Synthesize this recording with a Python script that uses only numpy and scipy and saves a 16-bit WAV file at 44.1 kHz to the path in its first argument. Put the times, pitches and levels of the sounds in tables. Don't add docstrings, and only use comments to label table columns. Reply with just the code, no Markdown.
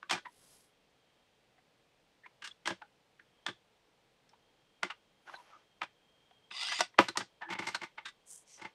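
import sys
import numpy as np
from scipy import signal
from scipy.fft import rfft, irfft
from scipy.io import wavfile
from scipy.ndimage import uniform_filter1d

SR = 44100
rng = np.random.default_rng(int(sys.argv[2]) if len(sys.argv) > 2 else 0)


def transcribe(u):
    v = np.clip(np.atleast_2d(u).T, -1, 1)
    q = np.round(v * 32767).astype(np.int16)
    wavfile.write(sys.argv[1], SR, q)


N = 385434
TIME = np.arange(N) / SR
SIZE = 16384
HZ = np.fft.rfftfreq(SIZE, 1 / SR)
GRAZE_S = 0.0086

# start_s, level_db, thump_db, treble_db, note_hz, second_hz, note_db, contact_s, linger_db
CLACKS = [(0.096, -37, -65, -8.5, 3530, 2500, 14, 0.0056, -18),
          (0.109, -29.5, -52, -6.5, 3180, 2150, 9.6, .004, -2.5),
          (0.124, -34.5, -45, -8, 735, 2400, 16, 0.01, -10),
          (2.657, -38.5, -56.5, -10, 2100, 3170, 18, .0025, 0),
          (2.674, -30, -46.5, -11, 1660, 990, 13, 0.0027, -7),
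          (3.464, -34, -58, -10, 3440, 1710, 15.7, 0.0022, -10.5),
          (4.831, -29, -47, -15.5, 2080, 1430, 12, 0.0029, -10),
          (4.901, -39.5, -75, -21.5, 2810, 1220, 10.4, 0.0083, -11),
          (5.817, -33, -59, -28, 2440, 1240, 12, 0.0025, -15),
          (6.51, -45, -70, -33, 2620, 3620, 15, 0.0082, -19),
          (6.719, -35, -71, -9.5, 3145, 1640, 12.5, .01, -20),
          (6.791, -38, -55, -7.5, 2730, 3420, 7.3, .0036, -4),
          (6.806, -24.5, -48.5, -7, 719, 5630, 11, .0031, -17.5),
          (6.984, -29, -35, -27, 1000, 2460, 9.2, .005, -24),
          (6.988, -13.5, -25.5, -26.5, 980, 1230, 11, .0018, -18.5),
          (7.084, -36.5, -48.5, -4.5, 4030, 1500, 13, .006, -13),
          (7.172, -30.5, -45, -3, 1225, 1900, 14.2, .0035, -9),
          (7.745, -32.5, -61, -8, 1494, 4200, 14, .009, -12)]
# start_s, level_db, thump_db, low_cut_hz
BUMPS = [(0.15, -41, -50.5, 760), (0.175, -45, -60, 860), (2.704, -38.5, -44, 497),
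         (3.484, -40.5, -49.5, 950), (5.829, -41, -61, 720), (7.206, -38.5, -52.5, 730)]
# start_s, level_db, note_hz, second_hz, contact_s
TAPS = [(0.029, -46, 1160, 1540, 0.002), (0.254, -45.5, 968, 1920, 0.0089),
        (1.58, -66.5, 765, 1960, 0.0089), (2.26, -50.5, 2220, 1006, 0.0054),
        (2.819, -47.5, 1470, 835, 0.0032), (3.196, -55, 1640, 1850, 0.003), (4.333, -61, 950, 890, 0.0062),
        (5.275, -50, 1510, 780, .009), (5.295, -48, 1170, 1010, .004), (5.338, -43.5, 755, 1580, 0.0076),
        (6.31, -62, 740, 3250, 0.0021), (6.942, -60, 975, 1910, 0.0043), (7.157, -40, 870, 1000, .006),
        (7.415, -42.5, 868, 1740, 0.016), (7.488, -44.5, 870, 1630, 0.0086)]
# start_s, level_db, thump_db, treble_db (relative), contact_s
RATTLES = [(7.501, -40.5, -49.5, -15, 0.011), (7.524, -39, -64, -26, 0.0086), (7.549, -42.5, -55, -27, .01),
           (7.588, -35.5, -44.5, -14.5, .008), (7.62, -42, -54, -25, 0.014), (7.669, -35.5, -52, -8, .008),
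           (7.685, -39, -54.5, -8.5, 0.0064), (7.816, -42.5, -53.5, -16, 0.0053),
           (7.832, -39.5, -56, -16.5, 0.0067), (7.98, -42, -71, -32, 0.0073),
           (8.614, -50, -57, -10.5, 0.015), (8.648, -41, -54.5, -22.5, 0.0087)]
# start_s, level_db, treble_db (relative), note_hz, contact_s
FLICKS = [(2.421, -47, -14, 2970, 0.0064), (2.44, -46, -5, 2850, 0.019), (2.474, -50, -1, 3370, 0.004),
          (4.291, -76, 7.5, 5400, .004), (6.686, -41, -7, 3050, 0.00094), (8.053, -44, -8, 3710, .014),
          (8.082, -51, -6, 3680, 0.01)]
# start_s, length_s, pitch_hz, level_db
SQUEAKS = [(0.256, .05, 993, -63), (2.233, 0.028, 1910, -58.5), (2.507, 0.017, 3520, -53),
           (5.266, 0.035, 1544, -55), (5.332, 0.048, 4130, -60.5), (5.347, .083, 1008, -61),
           (5.51, .07, 1285, -59.5), (7.426, .1, 349, -61), (7.433, 0.074, 1766, -55),
           (8.515, 0.079, 6100, -63)]
# start_s, end_s, level_db
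WHINES = [(0, 1.5, -86), (3.15, 3.7, -80.5), (4.25, 9.2, -82), (5.95, 6.65, -82)]

# pitch_hz, width_hz, lift_db
SHELL_MODES = [(123, 12, 9.5), (185, 26, 13.5), (344, 46, 15), (415, 45, 1), (552, 39, 8.5), (635, 40, 7),
               (823, 69, 5), (947, 55, 5), (1190, 55, 5.5), (1480, 21, 8), (1760, 20, 6), (1975, 34, 6.5),
               (2060, 33, 3.5), (2280, 180, 3), (2730, 210, 4), (3050, 40, 6), (3520, 45, 5),
               (5540, 43, 3.5), (8500, 570, 8.5), (11240, 510, 13)]
# frequency_hz, t60_s
RING_TIMES = [(150, .2), (500, 0.13), (1500, 0.14), (4000, 0.19), (9000, .15), (15000, .12)]
# start_hz, end_hz, width_hz, relative_db
RAIL_MODES = [(950, 2300, 69, -14.5), (1155, 1400, 70, -30), (2030, 2000, 110, -7.5),
              (2800, 8700, 460, -13), (2920, 2700, 78, -10), (3700, 3650, 130, -11), (3750, 2700, 150, -7),
              (4940, 4780, 260, -5)]

# start_s, fastest_s, end_s, level_db
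SCRAPES = [(7.48, 7.535, 7.55, -44.5), (7.56, 7.635, 7.87, -51), (7.78, 7.85, 7.89, -57)]
NUDGES = [(5.25, 5.285, 5.46, -58), (5.34, 5.51, 5.68, -65.5), (8.56, 8.6, 8.74, -58.5)]
SLIDES = [(0.15, 0.53, 0.77, -65), (5.16, 5.35, 5.61, -76)]
PULL = [(8.25, 8.31, 8.46, -53.5)]
BRUSH = [(8.44, 8.525, 8.64, -60)]

# frequency_hz, relative_db
CLACK_COLOUR = [(40, -30), (150, -8), (300, -1), (800, 3.5), (1500, 1.5), (2400, -2.5), (3400, -6.5),
                (4300, -15), (6000, -24.5), (10000, -72.5)]
TICK_COLOUR = [(1500, -54), (3300, -2.5), (4300, 5), (5200, 5.5), (7000, 0), (8800, -8.5), (9700, -15.5),
               (11800, -27), (12400, -28), (15500, -32)]
THUMP_COLOUR = [(30, -42), (65, -31), (100, -4), (150, -9), (190, -2), (340, 1), (450, -2.5), (560, -4),
                (750, -26), (1500, -58.5)]
CUT_COLOUR = [(59, -65), (100, -24), (541, -24.5), (712, -7.5), (1230, -7), (1620, -17.5), (2630, 2.5),
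              (3120, -10), (3540, 2), (4190, -5.5), (5060, -6.5), (7720, -18.5), (8580, -18.5),
              (12500, -43.5), (15500, -53)]
SCRAPE_COLOUR = [(40, -36), (100, -11.5), (350, -5.5), (550, -14), (900, -3), (2200, 3), (3300, 0),
                 (4800, -4), (7500, -13), (8600, -22), (10000, -30), (15000, -34.5)]
NUDGE_COLOUR = [(100, -33), (400, -11.5), (800, 1), (1400, -0.5), (2300, -4.5), (4200, -10), (6500, -13),
                (10000, -54), (15000, -47)]
SLIDE_COLOUR = [(500, -3.5), (2500, -12), (5000, -3.5), (7500, -7), (8600, -1.5), (9600, -11), (10600, 2),
                (11500, -4), (12300, -18), (15500, -18)]
PULL_COLOUR = [(590, -42), (1000, -17), (1160, -26), (1710, -23), (2420, -28), (3110, -21), (3910, -24),
               (5520, -12), (6120, -5.5), (8530, -1), (11100, -9), (12500, -26), (15500, -28)]
BRUSH_COLOUR = [(590, -50), (1000, -20), (1200, -21), (1790, -28), (1990, -12), (3870, -14), (5910, -7),
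                (6330, -9), (8630, -8.5), (10000, -27), (10900, -13), (12300, -35), (15500, -40)]
ROOM_COLOUR = [(15, -40.5), (25, -7.5), (86, -12), (126, -5), (274, -8.5), (349, -7), (378, -12),
               (421, -3.5), (598, -7), (648, -8.5), (761, -8), (1270, -14), (3170, -14), (3620, -15.5),
               (15500, -39)]


def knock(level_db, thump_db, treble_db, low_hz, note_hz, second_hz, note_db, contact_s,
          linger_db, graze_db, note_width=0.054):
    t = np.arange(SIZE // 2) / SR
    chatter, ring_noise, push, loose = rng.standard_normal((4, len(t)))
    contact_s = max(contact_s, .001)
    crack = whitened(chatter * (1 - np.exp(-t / (0.19 * contact_s))) * np.exp(-t / contact_s), bins=130)
    hz, frame_s, spectra = signal.stft(ring_noise, SR, nperseg=256)
    decay = gain_of(-60 * frame_s / read(RING_TIMES, hz)[:, None])
    tail = signal.istft(spectra * decay, SR, nperseg=256)[1][:len(t)]
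    buzz = gain_of(-5 + 1.2 * (level_db + 11.5)) * loose * np.exp(-t / 0.013)
    blow = unit_onset(crack, contact_s) + (gain_of(linger_db) * tail + buzz) * (1 - np.exp(-t / 0.0051))

    shell = peaks(SHELL_MODES)
    notes = peaks([(note_hz, note_width * note_hz, note_db),
                   (second_hz, note_width * second_hz, note_db - 2)])
    spot = np.maximum(shell, notes)
    bass_cut = np.maximum(-10 * np.log10(1 + (low_hz / (HZ + 30)) ** 10), -45)
    body_colour = read(CLACK_COLOUR, HZ) + spot + bass_cut
    body = gain_of(level_db) * unit_onset(ring_through(blow, body_colour), 0.0092)

    snap = np.clip(.25 * (level_db + 33), -1.5, 5) * np.log2(np.maximum(HZ, 7000) / 7000)
    tick_colour = read(TICK_COLOUR, HZ) + spot + snap
    tick = gain_of(level_db + treble_db) * unit_onset(ring_through(blow, tick_colour), .012)

    push_shape = (1 - np.exp(-t / 0.0056)) * (np.exp(-t / 0.0072) + 0.09 * np.exp(-t / 0.012))
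    sway = whitened(push * push_shape, bins=40)
    hardness = np.clip(np.log2(0.0047 / contact_s), -1, 1)
    thump_colour = read(THUMP_COLOUR, HZ) + shell + 4 * hardness * np.log2(np.clip(HZ, 60, 350))
    thump = gain_of(thump_db) * unit_onset(ring_through(sway, thump_colour), .025)

    lead = round(GRAZE_S * SR)
    touch = np.pad(rng.standard_normal(lead) * np.linspace(0, 1, lead) ** 2, (0, len(t)))
    graze = gain_of(level_db + graze_db) * unit_onset(ring_through(touch, body_colour), GRAZE_S)
    return graze + np.pad(body + tick + thump, (lead, 0))


def clack(level_db, thump_db, treble_db, note_hz, second_hz, note_db, contact_s, linger_db):
    low_hz = 766 * 2 ** ((-30 - level_db) / 27.5)
    return knock(level_db, thump_db, treble_db, low_hz, note_hz, second_hz, note_db, contact_s,
                 linger_db, graze_db=-19.5)


def bump(level_db, thump_db, low_hz):
    return knock(level_db, thump_db, treble_db=-17, low_hz=low_hz, note_hz=1600, second_hz=3400,
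                 note_db=10, contact_s=0.0087, linger_db=-14.5, graze_db=-8.5)


def rattle(level_db, thump_db, treble_db, contact_s):
    return knock(level_db, thump_db, treble_db, low_hz=824, note_hz=2132, second_hz=882,
                 note_db=15, contact_s=contact_s, linger_db=-6, graze_db=-14.5)


def tap(level_db, note_hz, second_hz, contact_s):
    return knock(level_db, thump_db=level_db - 26.5, treble_db=-32, low_hz=.85 * min(note_hz, second_hz),
                 note_hz=note_hz, second_hz=second_hz, note_db=19, contact_s=contact_s,
                 linger_db=-13.5, graze_db=-14, note_width=.08)


def flick(level_db, treble_db, note_hz, contact_s):
    return knock(level_db, thump_db=level_db - 26.5, treble_db=treble_db, low_hz=1220, note_hz=note_hz,
                 second_hz=1640, note_db=12.5, contact_s=contact_s, linger_db=-11, graze_db=-16)


def knocks():
    out = np.zeros(N)
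    for table, sound in [(CLACKS, clack), (BUMPS, bump), (TAPS, tap), (RATTLES, rattle), (FLICKS, flick)]:
        for start_s, *settings in table:
            add(out, start_s - GRAZE_S, sound(*settings))
    return out


def blade(start_s=6.505, stop_s=6.8, release_s=0.043):
    speed = 0.14 * ramp(start_s, .006) + 0.86 * ramp(start_s, .125)
    release = np.exp(-(np.maximum(TIME - stop_s, 0) / release_s) ** 2)
    travel = ramp(start_s, stop_s + 2 * release_s - start_s)
    rail = np.zeros(N)
    for start_hz, end_hz, width_hz, relative_db in RAIL_MODES:
        pitch_hz = (start_hz + (end_hz - start_hz) * travel) * (1 + .022 * wander(samples=400))
        rail += gain_of(relative_db) * sing(pitch_hz, width_hz)
    fibre_colour = read(CUT_COLOUR, HZ) + peaks([(8460, 570, 6.3), (10900, 900, 6.6)])
    fibres = rub(fibre_colour, snags_per_s=600, snag_share=0.44, uneven_db=1.5)
    rasp = gain_of(1.2 * wander(samples=70))
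    return gain_of(-38.5) * speed * release * rasp * (gain_of(-3.5) * fibres + gain_of(-2) * rail)


def trimmer_shifts(shiver_s=7.0, shiver_db=-34, fall_db_per_s=254.5):
    shell = peaks(SHELL_MODES)
    shiver = (TIME > shiver_s) * gain_of(shiver_db - fall_db_per_s * abs(TIME - shiver_s))
    scrape = rub(read(SCRAPE_COLOUR, HZ) + shell, snags_per_s=1300, snag_share=0.54, uneven_db=0)
    nudge = rub(read(NUDGE_COLOUR, HZ) + shell, snags_per_s=450, snag_share=0.23, uneven_db=1.3)
    return (shiver + swell(SCRAPES, steepness=2.5)) * scrape + swell(NUDGES, steepness=1.5) * nudge


def squeaks(sag_share=0.0535):
    out = np.zeros(N)
    for start_s, length_s, pitch_hz, level_db in SQUEAKS:
        glide_hz = pitch_hz * np.linspace(1, 1 - sag_share, round(length_s * SR))
        note = sing(glide_hz, width_hz=0.084 * pitch_hz) * signal.windows.tukey(len(glide_hz), .7)
        add(out, start_s, gain_of(level_db) * unit_rms(note))
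    return out


def card():
    slide = rub(read(SLIDE_COLOUR, HZ), snags_per_s=1200, snag_share=0.25, uneven_db=1.4)
    pull = rub(read(PULL_COLOUR, HZ), snags_per_s=800, snag_share=0.42, uneven_db=1.7)
    brush_colour = read(BRUSH_COLOUR, HZ) + peaks([(6060, 960, 4.4)])
    brush = rub(brush_colour, snags_per_s=700, snag_share=0.35, uneven_db=0.5)
    return (swell(SLIDES, steepness=2.6) * slide
            + swell(PULL, steepness=1.85) * pull
            + swell(BRUSH, steepness=2.1) * brush)


def room(air_db=-72, whine_hz=3210, fade_s=.2):
    air_colour = read(ROOM_COLOUR, HZ) + peaks([(119, 7.4, 1.4), (8500, 370, 4)])
    air = unit_rms(ring_through(rng.standard_normal(N), air_colour))
    whine_colour = -20 * np.log10(1 + ((HZ - whine_hz) / 55) ** 2).clip(0, 4)
    whine = unit_rms(ring_through(rng.standard_normal(N), whine_colour))
    spells = sum(gain_of(level_db) * ramp(start_s, fade_s) * (1 - ramp(end_s - fade_s, fade_s))
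                 for start_s, end_s, level_db in WHINES)
    return gain_of(air_db) * air + spells * whine


def rub(colour_db, snags_per_s, snag_share, uneven_db):
    snags = (rng.random(N) < snags_per_s / SR) * rng.standard_normal(N)
    drive = np.sqrt(snag_share) * unit_rms(snags) + np.sqrt(1 - snag_share) * rng.standard_normal(N)
    grip = gain_of(uneven_db * wander(samples=220))
    return unit_rms(ring_through(drive * grip, colour_db))


def sing(pitch_hz, width_hz):
    pole = np.exp(-np.pi * width_hz / SR)
    settle = SIZE // 8
    noise = rng.standard_normal((2, len(pitch_hz) + settle))
    flutter = signal.lfilter([1], [1, -2 * pole, pole * pole], noise[0] + 1j * noise[1])[settle:]
    return unit_rms((flutter * np.exp(2j * np.pi * np.cumsum(pitch_hz) / SR)).real)


def swell(strokes, steepness):
    return sum(gain_of(level_db) * np.sin(np.pi / 2 * np.interp(TIME, times_s, [0, 1, 0])) ** steepness
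               for *times_s, level_db in strokes)


def ring_through(x, colour_db):
    cepstrum = irfft(np.log(gain_of(colour_db)))
    cepstrum[1:SIZE // 2] *= 2
    cepstrum[SIZE // 2 + 1:] = 0
    response = irfft(np.exp(rfft(cepstrum)))[:SIZE // 2]
    return signal.fftconvolve(x, response)[:len(x)]


def peaks(modes):
    power = sum((gain_of(lift_db) ** 2 - 1) / (1 + (2 * (HZ - pitch_hz) / width_hz) ** 2)
                for pitch_hz, width_hz, lift_db in modes)
    return 10 * np.log10(1 + power)


def read(points, hz):
    point_hz, value = np.transpose(points)
    return np.interp(np.log(hz + 1), np.log(point_hz + 1), value)


def whitened(x, bins):
    spectrum = rfft(x, SIZE)
    broad_power = abs(uniform_filter1d(abs(spectrum) ** 2, bins))
    return irfft(spectrum / np.sqrt(broad_power + 1e-12))[:len(x)]


def wander(samples):
    return unit_rms(uniform_filter1d(uniform_filter1d(rng.standard_normal(N), samples), samples))


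def ramp(start_s, length_s):
    return np.clip((TIME - start_s) / length_s, 0, 1)


def unit_onset(x, span_s):
    return x / np.sqrt(np.mean(x[:round(span_s * SR)] ** 2) + 1e-20)


def unit_rms(x):
    return x / np.sqrt(np.mean(x ** 2) + 1e-20)


def gain_of(db):
    return 10 ** (np.asarray(db) / 20)


def add(mix, start_s, sound):
    part = mix[max(round(start_s * SR), 0):][:len(sound)]
    part += sound[:len(part)]


def scene():
    return (knocks() + blade() + trimmer_shifts() + squeaks() + card() + room())[None]


def record(dry):
    ceiling, cutoff_hz = .85, 15650
    rounded = ceiling * np.tanh(dry / ceiling)
    low_pass = signal.firwin(511, cutoff_hz, window=("kaiser", 9), fs=SR)
    return signal.oaconvolve(rounded, low_pass[None], "same")


dry = scene()
out = record(dry)
transcribe(out)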